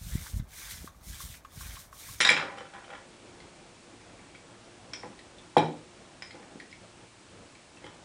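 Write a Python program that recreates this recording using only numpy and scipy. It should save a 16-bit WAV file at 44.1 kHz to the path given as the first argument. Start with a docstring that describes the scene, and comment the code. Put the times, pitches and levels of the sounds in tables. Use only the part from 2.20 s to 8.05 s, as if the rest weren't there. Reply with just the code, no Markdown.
"""A quiet furnished room, at the dinner table, heard through a small microphone.
Cutlery clatters onto a plate and scrapes, forks tick on crockery: struck or rattled sets of decaying modes.
A heavy glass is set down hard on the wooden table top at 3.37 s and soft bumps pass through the wood: short
pressure swings and ringing wood modes. Short reflections follow; under it lie the room's rumble and hiss
as filtered noise, and a faint hum of narrow resonances."""
import sys
import numpy as np
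from scipy import signal
from scipy.io import wavfile

SR = 44100
rng = np.random.default_rng(int(sys.argv[2]) if len(sys.argv) > 2 else 0)


def inscribe(sig):
    """Save sig as 16-bit PCM at rate SR to the path in sys.argv[1].

    A 1-D sig is mono; a 2-D sig holds one channel per row.
    Samples are clipped to [-1, 1] before scaling.
    """
    pcm = np.round(np.clip(np.atleast_2d(sig).T, -1, 1) * 32767)
    wavfile.write(sys.argv[1], SR, pcm.astype(np.int16))


def how_loud(loudness_db):
    """Turn decibels into a plain amplitude multiplier (0 dB gives 1, 20 dB gives 10)."""
    steps = np.asarray(loudness_db, float) / 20
    return 10 ** steps


N = 257870  # length in samples


def unit_rms(x):
    """Scale to unit rms."""
    return x / np.sqrt(np.mean(x ** 2) + 1e-20)


def in_time(rows):
    """Columns of a table as curves, one value a sample."""
    start_s, *columns = np.transpose(rows)
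    return [np.interp(np.arange(N) / SR, start_s, column) for column in columns]


def at_hz(points, hz):
    """Read a table on a log-frequency axis."""
    points = np.array(points)
    return np.interp(np.log(hz), np.log(points[:, 0]), points[:, 1])


def drift(rate_hz):
    """Slow chance of unit rms: noise through two equal low-pass poles, run at one value per 40 samples."""
    pole = np.exp(-2 * np.pi * rate_hz * 40 / SR)
    noise = rng.standard_normal(N // 40 + 2002)
    slow = signal.lfilter([1], [1, -2 * pole, pole * pole], noise)[2000:]  # skip the settling
    return np.interp(np.arange(N) / 40, np.arange(len(slow)), unit_rms(slow))


def ring(clicks, hz, t60_s):
    """A two-pole resonance: a unit click sets a decaying sine of starting height 1 ringing."""
    radius = how_loud(-60 / (t60_s * SR))
    angle = 2 * np.pi * min(hz, SR / 2.1) / SR
    return signal.lfilter([0, np.sin(angle)], [1, -2 * radius * np.cos(angle), radius * radius], clicks + 1e-18)


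def bands(size):
    """Third-octave bands of noise with their centres; neighbours are unrelated."""
    edges = 22 * 2 ** (np.arange(28) / 3)
    white = rng.standard_normal((2, size))
    for k, (low, high) in enumerate(zip(edges, edges[1:])):
        band_pass = signal.butter(2, [low, high], "band", fs=SR, output="sos")
        yield np.sqrt(low * high), signal.sosfilt(band_pass, white[k % 2])


# spectrum of the room's rumble and hiss: pitch_hz [Hz], density_db [dB per Hz, relative]
ROOM_SPECTRUM = [(15, -53), (25, -15), (48, -7), (150, -7), (184, -6), (321, -3.5), (346, 2), (383, -11),
                 (413, -5.5), (1930, -15.5), (2360, -15), (2970, -17), (8160, -22), (9730, -16.5),
                 (10500, -37), (13600, -71), (22000, -120)]
# slow swell of the low bands, counted from its median: start_s [s], level_db [dB]
STIR_SWELL = [(0.0, -55), (0.78, -53.5), (2.61, -52.5), (2.88, -51), (3.21, -52), (3.55, -54.5),
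              (3.74, -54), (4.1, -50.5), (5.37, -55), (5.85, -54)]


def background(level_db, patchy_db):
    """Rumble and hiss as noise bands; the low bands swell as people stir, the hiss stays even."""
    swell_db = in_time(STIR_SWELL)[0]
    swell_db = swell_db - np.median(swell_db)
    together = drift(3.7)  # common to all bands
    out = np.zeros(N)
    for hz, band in bands(size=N + SR):
        low_share = 1 / (1 + (hz / 1200) ** 2)
        moving_db = swell_db + patchy_db * (together + drift(10.0))
        out += band[SR:] * how_loud(at_hz(ROOM_SPECTRUM, hz) + low_share * moving_db)
    return how_loud(level_db) * unit_rms(out)


# faint steady tones: pitch_hz [Hz], level_db [dB rms], width_hz [Hz]
HUM_TONES = [(86.1, -76, 10), (111, -66.5, 5.5), (181.5, -68.5, 13), (352.8, -65.5, 1.16), (2320, -77, 12),
             (7920, -78, 35)]


def hum():
    """Wavering tones: noise through narrow resonances, slower to waver where narrower."""
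    out = np.zeros(N)
    for hz, level_db, width_hz in HUM_TONES:
        tone = ring(rng.standard_normal(N + SR), hz, 2.5 / width_hz)[SR:]
        out += how_loud(level_db) * unit_rms(tone)
    return out


# decay of the furnished room: pitch_hz [Hz], t60_s [s]
ROOM_DECAY = [(100, 0.47), (300, 0.48), (800, 0.33), (2500, 0.29), (6000, 0.35), (10000, 0.15)]


def room(direct, first_s, rise_s):
    """Reflections start after a gap, thicken and die band by band."""
    t = np.arange(SR * 3 // 4) / SR
    tail = sum(band * how_loud(-60 * t / at_hz(ROOM_DECAY, hz)) for hz, band in bands(size=len(t)))
    tail *= np.clip((t - first_s) / rise_s, 0, 1)
    tail /= np.sqrt(np.sum(tail ** 2))
    return signal.fftconvolve(direct, tail)[:N]


# modes of the wooden table top: pitch_hz [Hz], level_db [dB, relative], t60_s [s]
WOOD_MODES = [(118.2, -12, 0.15), (160.3, -7.5, 0.3), (242, -4, 0.13), (299.3, -1, 0.073),
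              (368, 2.5, 0.071), (478, 5, 0.048), (542, -7, 0.14), (687, -19, 0.15), (832, 5.5, 0.044),
              (830, -15.5, 0.18), (848, -0.5, 0.05), (1140, -29, 0.14), (1240, -22, 0.039)]
# blows on the table top: start_s [s], level_db [dB, nominal peak], pitch_hz [Hz, of the pressure swing]
BLOWS = [(0.108, -23, 564), (0.698, -43, 545), (2.835, -34, 920), (2.859, -40, 493), (2.899, -45.5, 183),
         (3.3669, -7.5, 760), (4.145, -38, 470), (4.199, -49, 522), (4.355, -39.5, 274), (4.428, -46, 296),
         (4.578, -53, 353), (4.833, -48, 145), (5.642, -35.5, 450)]


def bumps(wood_db, swing_cycles, contact_cycles):
    """Each blow is a short pressure swing at its own pitch and rings the wood; a lower one sounds duller."""
    swing, push = np.zeros(N), np.zeros(N)
    t = np.arange(SR // 20) / SR
    for start_s, level_db, hz in BLOWS:
        at = round(start_s * SR)
        age = t * hz / swing_cycles
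        envelope = (age * np.exp(1 - age)) ** 2
        swing[at:at + len(t)] -= how_loud(level_db) * envelope * np.sin(2 * np.pi * hz * t)
        pulse = t * np.exp(-t * hz / contact_cycles)  # lower pitch, longer contact
        push[at:at + len(t)] += how_loud(level_db) * pulse / pulse.sum()
    wood = np.zeros(N)
    for k, (hz, level_db, t60_s) in enumerate(WOOD_MODES):
        wood += (-1) ** k * how_loud(level_db) * ring(push, hz, t60_s)  # neighbours in opposite sign
    return swing - how_loud(wood_db) * wood


# crockery and cutlery modes, ringing free: pitch_hz [Hz], level_db [dB, relative], t60_s [s]
CROCKERY_MODES = [(553, -13, 0.22), (793.4, -18.5, 0.55), (1015, -4, 0.061), (1224, -5, 0.045),
                  (1375, -2.5, 0.067), (1478, 7, 0.031), (1560, -10, 0.065), (1698, -2, 0.057),
                  (1810, -2, 0.057), (1930, 2, 0.11), (2090, 5, 0.041), (2140, -4, 0.059), (2280, -4, 0.12),
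                  (2375, 1, 0.091), (2510, -6.5, 0.11), (2678, -1, 0.096), (3040, -5.5, 0.18),
                  (3266, 2, 0.068), (3410, -5.5, 0.039), (3580, -1, 0.06), (3780, -3.5, 0.088),
                  (3880, 1.5, 0.071), (4054, -6.5, 0.18), (4360, 2, 0.014), (5010, -2, 0.088),
                  (5170, 0.5, 0.038), (5400, -1, 0.028), (5700, -0.5, 0.05), (6370, -23, 0.034),
                  (6760, -6, 0.073), (7460, -8, 0.083), (7850, -13.5, 0.15), (8600, -16, 0.12),
                  (9640, -3, 0.041)]
# rattling, scraping strokes: peak_s [s], level_db [dB, nominal], rise_db [dB per s], fall_db [dB per s]
STROKES = [(0.0, -14, 200, 168), (0.101, -14.5, 165, 496), (0.168, -24, 502, 181), (0.3, -39, 155, 152),
           (0.385, -43, 402, 140), (0.54, -45.5, 500, 142), (0.74, -42.5, 118, 307),
           (2.839, -48.5, 2000, 252), (3.375, -30.5, 2499.5, 242), (4.15, -49, 1000, 200),
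           (5.655, -47.5, 302, 300)]


def rattle(per_s, spread_db, ring_share):
    """Dense uneven little contacts ring the modes briefly, each in its own mixture; a light stroke is duller."""
    at = np.flatnonzero(rng.random(N) < per_s / SR)
    sizes = how_loud(spread_db * np.minimum(rng.exponential(1, len(at)), 3)) * np.sqrt(SR / per_s)
    # the loudest stroke rules at each moment
    slopes_db = [peak_db - np.where(at / SR > peak_s, fall_db, rise_db) * abs(at / SR - peak_s)
                 for peak_s, peak_db, rise_db, fall_db in STROKES]
    stroke_db = np.max(slopes_db, axis=0)
    # treble tilt in dB per octave: 1.16 at -16.5 dB, less by 0.75 for each dB lighter
    tilt_db = np.maximum(1.16 + 0.75 * (stroke_db + 16.5), -14)
    out = np.zeros(N)
    for hz, level_db, t60_s in CROCKERY_MODES:
        octaves = np.log2(max(hz, 750) / 2000)
        clicks = np.zeros(N)
        mixture = sizes * rng.standard_normal(len(at))
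        clicks[at] = mixture * how_loud(stroke_db + level_db - 41 + tilt_db * octaves)
        out += ring(clicks, hz, t60_s * ring_share)
    return out


# single contacts: start_s [s], level_db [dB, nominal peak of the 1.2-3 kHz modes], low_pitch_hz [Hz, struck best],
# high_pitch_hz [Hz, upper mode struck best], high_level_db [dB, relative to the low modes]
CONTACTS = [(0.0024, -18.5, 1960, 3880, 0.5), (0.0484, -13.5, 1680, 3680, -0.5),
            (0.0706, -18.5, 1960, 3880, 0.5), (0.0899, -6, 2280, 3300, -14), (0.1002, -24, 2330, 3780, -14),
            (0.1644, -15.5, 2440, 3140, -13), (0.382, -30, 1337, 2860, -7), (0.453, -38, 1390, 3300, -18),
            (0.537, -38.5, 1620, 3350, -8.5), (0.642, -44.5, 2150, 3120, -1.5),
            (0.7022, -33.5, 1560, 3100, -13), (0.75, -37.5, 1710, 3040, -11),
            (1.202, -46.5, 2020, 4600, 2.5), (1.813, -48, 2420, 4690, -3), (1.989, -48, 2230, 3150, -21),
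            (2.1478, -38, 2370, 3360, -18), (2.7339, -26.5, 2140, 5430, -4), (2.83, -39, 1930, 3040, -22),
            (2.99, -44.5, 1830, 4550, 4), (3.183, -56, 2350, 3520, 11), (3.3687, -14.5, 1577, 3300, -9.5),
            (3.379, -23.5, 2420, 4030, -0.5), (4.0219, -27.5, 2080, 5170, -8.5),
            (4.1073, -40.5, 2160, 4200, -0.5), (4.2276, -38, 1230, 3000, -19),
            (4.3992, -33.5, 1840, 4500, -6.5), (4.5131, -44.5, 2110, 5020, -4),
            (4.5266, -37.5, 2180, 4640, -7), (5.3512, -45, 2310, 4260, -8), (5.5707, -46.5, 2680, 3030, -8),
            (5.6413, -42.5, 2090, 3100, -2.5), (5.6637, -35, 1260, 3040, -9)]


def ticks(focus_octaves, aside_db, high_aside_db, spread_db, smear_s):
    """Each contact strikes every mode, weighted by where it lands and damped by the hand that holds the piece."""
    held_ring_share = 0.56  # a held piece rings for this share of its free t60
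    dulling_db_per_octave = 0.5  # loss of the modes above the best-struck upper one
    out = np.zeros(N)
    chance = rng.random((len(CONTACTS), 3, len(CROCKERY_MODES)))
    hz, mode_db, t60_s = np.transpose(CROCKERY_MODES)[:, :, None]
    upper = hz > 2900
    t = np.arange(SR // 2) / SR
    for contact, (strength, side, late) in zip(CONTACTS, chance[..., None]):
        start_s, level_db, low_hz, high_hz, high_db = contact
        # in the low and in the high group the modes fall away on both sides of the one struck best
        away = np.log2(hz / np.where(upper, high_hz, low_hz)) / focus_octaves
        colour_db = np.maximum(-6 * away ** 2, np.where(upper, high_aside_db, aside_db))
        colour_db += upper * (high_db + 3.0)
        colour_db -= dulling_db_per_octave * np.maximum(np.log2(hz / high_hz), 0)
        # the blow reaches the parts of the piece a moment apart
        age = np.maximum(t - late * smear_s, 0)
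        decay_db = -60 * age / (t60_s * held_ring_share)
        fading = how_loud(mode_db + colour_db + spread_db * (strength - 0.5) + decay_db)
        sound = np.sum(np.sign(side - 0.5) * fading * np.sin(2 * np.pi * hz * age), axis=0)
        at = round(start_s * SR)
        out[at:at + len(t)] += how_loud(level_db - 6.5) * sound[:N - at]
    return out


def scene():
    """Direct sounds from the table, their reflections and the room's own floor of sound."""
    table = ticks(focus_octaves=0.11, aside_db=-15, high_aside_db=-13, spread_db=10.0, smear_s=0.00249)
    table += rattle(per_s=350, spread_db=4.0, ring_share=0.31)
    table += bumps(wood_db=-11.5, swing_cycles=0.8, contact_cycles=0.063)
    # small things radiate no deep bass
    table = signal.sosfilt(signal.butter(2, 105, "high", fs=SR, output="sos"), table)
    reflections = how_loud(-5.5) * room(table, first_s=0.0046, rise_s=0.0021)
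    mix = table + reflections + background(level_db=-53, patchy_db=2.0) + hum()
    return mix[None]


def low_pass(x):
    """Removes everything above the highest recorded frequency."""
    return signal.sosfilt(signal.butter(12, 10680, fs=SR, output="sos"), x)


def record(dry):
    """The small microphone's sound ends in a steep cut of the treble above 10 kHz."""
    steep = signal.ellip(12, 0.5, 60, 10080, fs=SR, output="sos")  # 0.5 dB ripple, 60 dB down
    mix = signal.sosfilt(steep, dry)
    return low_pass(mix)


dry = scene()
out = record(dry)
inscribe(out)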